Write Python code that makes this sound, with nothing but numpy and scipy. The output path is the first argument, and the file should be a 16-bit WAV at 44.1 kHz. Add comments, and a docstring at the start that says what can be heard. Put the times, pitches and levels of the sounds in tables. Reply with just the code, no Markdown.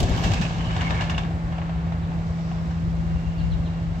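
"""Outdoors beside a parked locomotive: road traffic rumbles under one steady low hum throughout.
At the start a gust buffets the microphone and sets cloth, probably a flag, fluttering and snapping:
creases click, folds rasp, cracks ring briefly. After about a second it settles into soft slack flaps.
From 2 s a small bird chirps far off and a faint leafy sizzle passes; near 3 s a blurred trill joins
and a lighter breeze catches the left microphone port."""
import sys
import numpy as np
from scipy import signal
from scipy.fft import rfft, irfft
from scipy.io import wavfile

SR = 44100
rng = np.random.default_rng(int(sys.argv[2]) if len(sys.argv) > 2 else 0)


def store_wav(level_fs):
    """Save 16-bit WAV to argv[1]."""
    pcm = np.round(np.clip(np.atleast_2d(level_fs), -1, 1) * 32767)
    wavfile.write(sys.argv[1], SR, pcm.T.astype(np.int16))


N = 176400
TIME, HZ = np.arange(N) / SR, np.fft.rfftfreq(N, 1 / SR)
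SNAP_RISE_S = .0006
# cloth at the two microphone ports: freq_hz, correlation
CLOTH_CORRELATION = [(200, 0.6), (400, 1), (700, .5), (1250, -0.72), (1750, -0.19), (2400, 0.79),
                     (3200, -0.0056), (4400, -0.15), (8000, 0.49)]


def flag():
    """Cloth rustles with the gust; each whip gives a crease burst, a high crack and a brief ring."""
    # rustle envelope: time_s, level_db, treble_db
    flutter = [(0, -42, 14.5), (.17, -32.5, 7.5), (.27, -34.5, 10.5), (.44, -38, 9), (.53, -36.5, 5),
               (.7, -37, 5), (.85, -31, 0.5), (1.0, -33.5, 1.5), (1.12, -35.5, -4.5), (1.24, -39.5, -3),
               (1.36, -55, -14), (1.6, -44.5, -28.5), (1.85, -46, -24), (2.3, -53.5, 11.5), (4, -51.5, 6)]
    # whips: start_s, level_db, decay_s, treble_db, ring_offset_db
    snaps = [(.002, -31, 0.01, 18.5, -23), (0.028, -43.5, .012, 26, -23), (0.095, -35.5, 0.0046, 14.5, -20),
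             (0.236, -28.5, 0.034, 11, -19), (0.318, -30, 0.017, 8, -8), (0.335, -29.5, 0.012, 11, -20),
             (0.413, -29, 0.037, 8, -11), (0.607, -28.5, 0.0064, -12, -27), (0.708, -29, 0.0053, -13, -14),
             (.764, -29, 0.009, 3, -4.5), (0.809, -27, 0.018, 3.5, 0.5), (0.906, -23, 0.0091, 1, -7),
             (1.008, -27, 0.028, 3.5, 1.5), (1.097, -28.5, 0.017, 8, 3), (1.146, -37, 0.0051, -3, 7),
             (1.179, -22, 0.011, -2.5, 0.5), (1.234, -40, 0.005, -4, 5), (1.521, -34, 0.016, -22, -23),
             (1.581, -38, 0.0059, -12, -13), (1.616, -37, 0.016, -20, -2.5), (2.514, -51.5, 0.0054, 2, 8),
             (2.709, -42.5, 0.009, 5, -4.5)]
    # ring modes: pitch_hz, gain_db, decay_s
    modes = [(2820, 1, 0.0038), (3550, -15, 0.015), (2310, -13.5, 0.0043)]
    crack_offset_db, crack_decay_s = -41, .008
    body, treble = cloth(low_cut_hz=61)
    bright = amp(along(flutter, column=2))
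    out = (body + treble * bright) * amp(along(flutter) + .86 * drift(rate_hz=32))
    body, treble = cloth(low_cut_hz=465)
    crack = bright * unit(colour(noise(), highpass(hz=4500, order=4)))
    tunings = 1 + .01 * rng.uniform(-.62, 1, len(snaps))
    t = np.arange(SR // 10) / SR
    rise = np.minimum(t / SNAP_RISE_S, 1)
    for (s, db, decay_s, treble_db, ring_db), tuning in zip(snaps, tunings):
        out += amp(db) * burst(s, decay_s) * (body + amp(treble_db) * treble)
        out += amp(db + crack_offset_db + treble_db) * burst(s, crack_decay_s) * crack
        ring = sum(amp(mode_db) * np.exp(-t / fall_s) * np.sin(2 * np.pi * hz * tuning * t)
                   for hz, mode_db, fall_s in modes)
        add(out, s, amp(db + ring_db) * rise * ring * stereo_db(-1.5, 3))
    return out


def cloth(low_cut_hz):
    """Crease noise with a ground echo and resonances that come and go, split into body and treble."""
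    # crease spectrum: freq_hz, gain_db
    spectrum = [(100, 11.5), (300, 2), (500, -5), (750, 12.5), (1100, 5.5), (1600, 0), (2100, -3.5),
                (2800, -0.5), (4000, -8), (5500, -14), (7600, -22), (8400, -32), (9500, -59),
                (13000, -39.5), (16000, -71.5)]
    # balance: freq_hz, left_minus_right_db
    pan = [(200, -1), (450, -7), (720, 0), (1100, 6), (1600, 2.5), (2000, 1.5), (2350, -5), (3300, -2),
           (4400, -4.5), (8000, -13), (12000, -4.5)]
    # cloth resonances: centre_hz, width_hz, gain_db
    peaks = [(1765, 330, -1.5), (2210, 53, -3.5), (3000, 120, -6.5), (3700, 110, -11.5)]
    echo_gain, echo_s, peak_waver_db = .2, .001823, 6
    ground = 1 + echo_gain * np.exp(-2j * np.pi * HZ * echo_s)
    clicks = ports(creases(), CLOTH_CORRELATION, pan)
    rustle = colour(clicks, amp(across(spectrum)) * ground * highpass(low_cut_hz, order=2))
    resonance = sum(colour(rustle, bell(hz, width_hz)) * amp(db + peak_waver_db * drift(rate_hz=38))
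                    for hz, width_hz, db in peaks)
    rustle = unit(rustle + resonance)
    treble = colour(rustle, highpass(hz=4360, order=4))
    return rustle - treble, treble


def creases(clicks_per_s=4200, spread_db=2.2):
    """Crumpling cloth: dense tiny clicks of uneven size."""
    size = amp(spread_db * np.minimum(rng.exponential(1, (2, N)), 4))
    return size * rng.choice([-1, 1], (2, N)) * (rng.random((2, N)) < clicks_per_s / SR)


def rasps(slips_per_s=450, width_hz=190):
    """Folds stick and slip: uneven pulses through one narrow resonance."""
    # rubs of fold on fold: start_s, length_s, level_db, resonance_hz
    rubs = [(0.234, 0.056, -36.5, 2720), (0.32, 0.091, -38.5, 2600), (0.415, .06, -35.5, 2600),
            (0.574, .18, -43.5, 2960), (.775, 0.13, -37, 2200), (0.95, 0.054, -36.5, 2240),
            (0.926, .13, -41, 1700)]
    out = np.zeros((2, N))
    for s, length_s, db, hz in rubs:
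        slip_count = np.floor(np.cumsum(slips_per_s * np.exp(drift(rate_hz=150))) / SR)
        grit = np.diff(slip_count, prepend=0) * noise() * swell(s, length_s)
        rasp = colour(grit, 1 / (1 + 2j * (HZ - hz) / width_hz) ** 2)
        out += amp(db) * unit(rasp) * np.sqrt(length_s * SR / N)  # rms over the rub's length
    return out * stereo_db(-5, 0)


def swish(level_db=-63):
    """Sliding cloth: one airy swell of high crease noise."""
    hiss = unit(colour(creases(), gaussian(hz=12500, width_hz=1500)))
    return amp(level_db) * hiss * swell(start_s=.14, length_s=.16)


def flaps(knock_offset_db=4, knock_decay_s=.006):
    """Slack cloth knocks: a puff of crease noise over a hollow, quickly damped note."""
    # flaps: start_s, level_db, pitch_hz
    hits = [(1.308, -37.5, 680), (1.584, -36.5, 627), (1.694, -34, 653), (1.921, -33, 763),
            (2.116, -37.5, 890), (2.385, -38.5, 770), (2.513, -39.5, 730), (2.582, -38.5, 768),
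            (3.159, -48, 780)]
    # puff spectrum: freq_hz, gain_db
    spectrum = [(150, -53), (450, -10.5), (780, 14), (1200, -0.5), (2000, -5), (3500, -7.5), (7500, -37),
                (10000, -51.5)]
    clicks = ports(creases(), CLOTH_CORRELATION, pan=[(500, 2.2), (4000, 1)])
    puff = unit(colour(clicks, amp(across(spectrum))))
    out, t = np.zeros((2, N)), np.arange(SR // 10) / SR
    for s, db, hz in hits:
        out += amp(db) * puff * burst(s, decay_s=.012)
        knock = np.exp(-t / knock_decay_s) * np.sin(2 * np.pi * hz * t)
        add(out, s, amp(db + knock_offset_db) * knock)
    return out


def gust():
    """Wind buffets the microphone and dies away."""
    # gust envelope: time_s, level_db
    envelope = [(0, -21.5), (.035, -19), (.075, -26), (.115, -21.5), (.2, -28.5), (.26, -23.5),
                (.42, -29.5), (.5, -34), (.95, -32.5), (1.25, -37), (1.7, -64.5)]
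    # buffet spectrum: freq_hz, gain_db
    spectrum = [(15, -28.5), (30, -5.5), (50, -4.5), (110, 1), (220, -9), (400, -16.5), (750, -19.5),
                (1300, -40), (4000, -36), (9500, -69.5), (13000, -65), (16000, -70.5)]
    # wind at the two ports: freq_hz, correlation
    correlation = [(60, .65), (130, .85), (300, .92), (900, .7)]
    # balance: freq_hz, left_minus_right_db
    pan = [(60, 2.3), (200, 2.4), (600, 4.5)]
    buffet = unit(colour(ports(noise(), correlation, pan), amp(across(spectrum))))
    return buffet * amp(along(envelope) + drift(rate_hz=88))


def thumps(length_s=.04):
    """Single eddies strike the microphone, each a short low push."""
    # eddies: centre_s, peak_db, pitch_hz
    eddies = [(0.042, -15, 61.3), (0.119, -14, 57), (0.265, -20, 189), (0.307, -15.5, 99),
              (0.414, -19.5, 197)]
    out, t = np.zeros(N), np.arange(0, length_s, 1 / SR)
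    for (s, db, hz), turn in zip(eddies, rng.random(len(eddies))):
        push = np.hanning(len(t)) * np.sin(2 * np.pi * (hz * t + turn))
        add(out, s - length_s / 2, amp(db) * push)
    return out * stereo_db(1, -1)


def breeze():
    """Lighter wind rumbles mostly on the left port."""
    # breeze envelope: time_s, level_db
    envelope = [(0, -54.5), (2.8, -36), (3.05, -24), (3.25, -31), (3.47, -18.5), (3.7, -34.5), (4, -34)]
    band = bell(hz=63.4, width_hz=42) ** 1.3 * highpass(hz=34, order=6)
    rumble = unit(colour(noise(), band))
    return rumble * amp(along(envelope) + 2 * drift(rate_hz=13)) * stereo_db(0, -12)


def hum(pitch_hz=165.65, level_db=-27.5):
    """One steady, barely wavering machine tone."""
    # slow swell: time_s, offset_db
    envelope = [(0, -2.6), (1.2, -1.9), (2.5, -0.04), (4, -0.5)]
    waver_hz, waver_db, right_lead_rad = .05, .3, .4
    turns = np.cumsum(pitch_hz + waver_hz * drift(rate_hz=3.7)) / SR
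    rms = amp(level_db + waver_db * drift(rate_hz=1.7) + along(envelope))
    return np.sqrt(2) * rms * np.sin(2 * np.pi * turns + np.array([[0], [right_lead_rad]]))


def traffic():
    """Lumpy engine rumble and smoother tyre noise from the road."""
    # engine spectrum: freq_hz, gain_db
    engine_spectrum = [(15, -37), (25, -18.5), (33, -13), (48, 2.5), (65, 4), (82, 3.5), (100, -0.5),
                       (140, -4.5), (200, -11.5), (260, -16.5), (400, -32), (900, -65.5)]
    # engine envelope: time_s, level_db
    engine_envelope = [(0, -27), (1.2, -27), (1.6, -29.5), (3.0, -28.5), (3.5, -29.5), (4, -30.5)]
    # tyre spectrum: freq_hz, gain_db
    tyre_spectrum = [(210, -4), (320, 3.5), (400, -2.5), (520, 0), (630, 0), (742, 0), (974, -6.5),
                     (1040, -4), (1380, -7), (2170, -12.5), (2890, -20), (3980, -21.5), (5480, -28),
                     (7920, -32.5), (9440, -78), (14100, -50.5), (16000, -63)]
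    # tyre envelope: time_s, level_db
    tyre_envelope = [(0, -43), (1.4, -40.5), (2, -42), (4, -43)]
    # road at the two ports: freq_hz, correlation
    correlation = [(40, .9), (80, .95), (130, .96), (290, .93), (640, .85), (1400, .45), (3000, .3),
                   (7000, .1)]
    # phase between ports: freq_hz, left_lead_rad
    phase = [(60, -.1), (200, -.25), (400, -.4), (780, -.8), (1460, -3), (2150, -6), (3000, -6.4)]
    # balance: freq_hz, left_minus_right_db
    pan = [(60, 1.5), (110, -1), (200, 1), (380, 0), (700, 2), (1290, 2.5), (1900, 1), (2500, -6.5),
           (3300, -1), (4400, -7), (6000, -7), (8120, -8.5), (11000, 0.5)]
    air = ports(noise(), correlation, pan)
    air = colour(air, np.exp(1j * across(phase) * np.array([[.5], [-.5]])))
    engines = unit(colour(air, amp(across(engine_spectrum))))
    engines *= amp(along(engine_envelope) + drift(rate_hz=8))
    tyres = unit(colour(air, amp(across(tyre_spectrum)) * highpass(hz=330, order=4)))
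    tyres *= amp(along(tyre_envelope) + .5 * drift(rate_hz=7.2))
    return engines + tyres


def bird():
    """Each chirp is two falling whistles: the upper echoes once, the lower starts later and steeper."""
    # chirps: start_s, level_db, start_pitch_hz
    chirps = [(2.014, -55, 4150), (3.373, -51.5, 4680), (3.503, -50, 4450), (3.641, -51.5, 4380)]
    high_s, fall_hz_per_s, waver_hz = .05, 18000, 90
    low_s, low_lag_s, low_ratio, low_floor_hz, glide_s = .038, .01, .93, 2400, .021
    echo_s, echo_db = .024, -12.5
    out = np.zeros(N)
    t_high, t_low = np.arange(0, high_s, 1 / SR), np.arange(0, low_s, 1 / SR)
    for s, db, hz in chirps:
        high_hz = hz - fall_hz_per_s * t_high + waver_hz * drift(rate_hz=440)[:len(t_high)]
        low_hz = low_floor_hz + (hz * low_ratio - low_floor_hz) * np.exp(-t_low / glide_s)
        high, low = [amp(db) * signal.windows.tukey(len(f), .6) * np.sin(2 * np.pi * np.cumsum(f) / SR)
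                     for f in (high_hz, low_hz)]
        add(out, s, high)
        add(out, s + low_lag_s, low)
        add(out, s + echo_s, high * amp(echo_db))
    return out * stereo_db(-1.5, 1.5)


def trees():
    """Two far noise bands: a blurred bird trill and a faint high sizzle, perhaps leaves."""
    # trill envelope: time_s, level_db
    trill_envelope = [(2.85, -78), (3.1, -58), (3.3, -56), (3.45, -52), (3.6, -66), (3.75, -58), (4, -66)]
    # sizzle envelope: time_s, level_db
    leaf_envelope = [(1.9, -78), (2.25, -70), (2.45, -58.5), (2.9, -71), (4, -71)]
    trill = unit(colour(noise(), bell(hz=2770, width_hz=130))) * amp(along(trill_envelope))
    leaves = unit(colour(noise(), gaussian(hz=5250, width_hz=860))) * amp(along(leaf_envelope))
    return (trill + leaves) * stereo_db(-3, 1.5)


def reflections(x, t60_s=.45, taps_per_s=2000, gap_s=.008, low_cut_hz=750):
    """Short sparse echoes off the locomotive's side, thin in the bass."""
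    t = np.arange(SR // 2) / SR
    taps = rng.standard_normal((2, len(t))) * (rng.random((2, len(t))) < taps_per_s / SR)
    taps *= (t > gap_s) * amp(-60 * t / t60_s)
    taps = signal.sosfilt(signal.butter(2, low_cut_hz, "highpass", fs=SR, output="sos"), taps)
    taps /= np.linalg.norm(taps, axis=1, keepdims=True)
    return signal.fftconvolve(x, taps, axes=1)[:, :N]


def amp(db):
    """Decibels to gain."""
    return 10 ** (np.asarray(db) / 20)


def stereo_db(left, right):
    """Gain per channel."""
    return amp([[left], [right]])


def unit(x):
    """Scales to rms 1."""
    return x / np.sqrt(np.mean(x ** 2) + 1e-20)


def noise():
    """Two unrelated white noises."""
    return rng.standard_normal((2, N))


def drift(rate_hz):
    """Smooth random movement of rms 1."""
    return unit(colour(rng.standard_normal(N), 1 / (1 + (HZ / rate_hz) ** 4)))


def across(points):
    """Reads a table over log frequency."""
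    hz, value = np.transpose(points)
    return np.interp(np.log(HZ + 1), np.log(hz + 1), value)


def along(points, column=1):
    """Reads a table column over time."""
    rows = np.array(points)
    return np.interp(TIME, rows[:, 0], rows[:, column])


def add(mix, start_s, sound):
    """Mixes a sound in."""
    part = mix[..., max(round(start_s * SR), 0):][..., :sound.shape[-1]]
    part += sound[..., :part.shape[-1]]


def burst(start_s, decay_s):
    """Quick rise, exponential fall."""
    out, t = np.zeros(N), np.arange(SR // 5) / SR
    fall = np.exp(-np.maximum(t - SNAP_RISE_S, 0) / decay_s)
    add(out, start_s, np.minimum(t / SNAP_RISE_S, 1) * fall)
    return out


def swell(start_s, length_s):
    """Rounded rise and fall."""
    out = np.zeros(N)
    add(out, start_s, signal.windows.tukey(round(length_s * SR), .5))
    return out


def colour(x, gain):
    """Filters by a gain per frequency."""
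    return irfft(rfft(x) * gain, N)


def bell(hz, width_hz):
    """Gain of one resonance."""
    return 1 / (1 + (2 * (HZ - hz) / width_hz) ** 2)


def gaussian(hz, width_hz):
    """Gain of a band, 1/e at width_hz off centre."""
    return np.exp(-((HZ - hz) / width_hz) ** 2)


def highpass(hz, order):
    """Gain of a low cut."""
    return 1 / (1 + (hz / (HZ + 1)) ** order)


def ports(x, correlation, pan):
    """Two unrelated signals to a left-right pair of given correlation and balance."""
    a, b = rfft(x)
    shared, side = np.clip(across(correlation), -.99, .99), amp(across(pan) / 2)
    right = shared * a + np.sqrt(1 - shared ** 2) * b
    return irfft(np.array([a * side, right / side]), N)


def scene():
    """Flag and bird with their echoes, over traffic, hum, wind and trees."""
    flutter, chirps = flag() + rasps() + swish() + flaps(), bird()
    echoes = reflections(amp(-12) * flutter + amp(-3) * chirps)
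    return flutter + chirps + echoes + traffic() + hum() + gust() + breeze() + thumps() + trees()


def record(dry):
    """Steep low-pass at 15.9 kHz."""
    return signal.sosfilt(signal.butter(24, 15900, fs=SR, output="sos"), dry)


dry = scene()
out = record(dry)
store_wav(out)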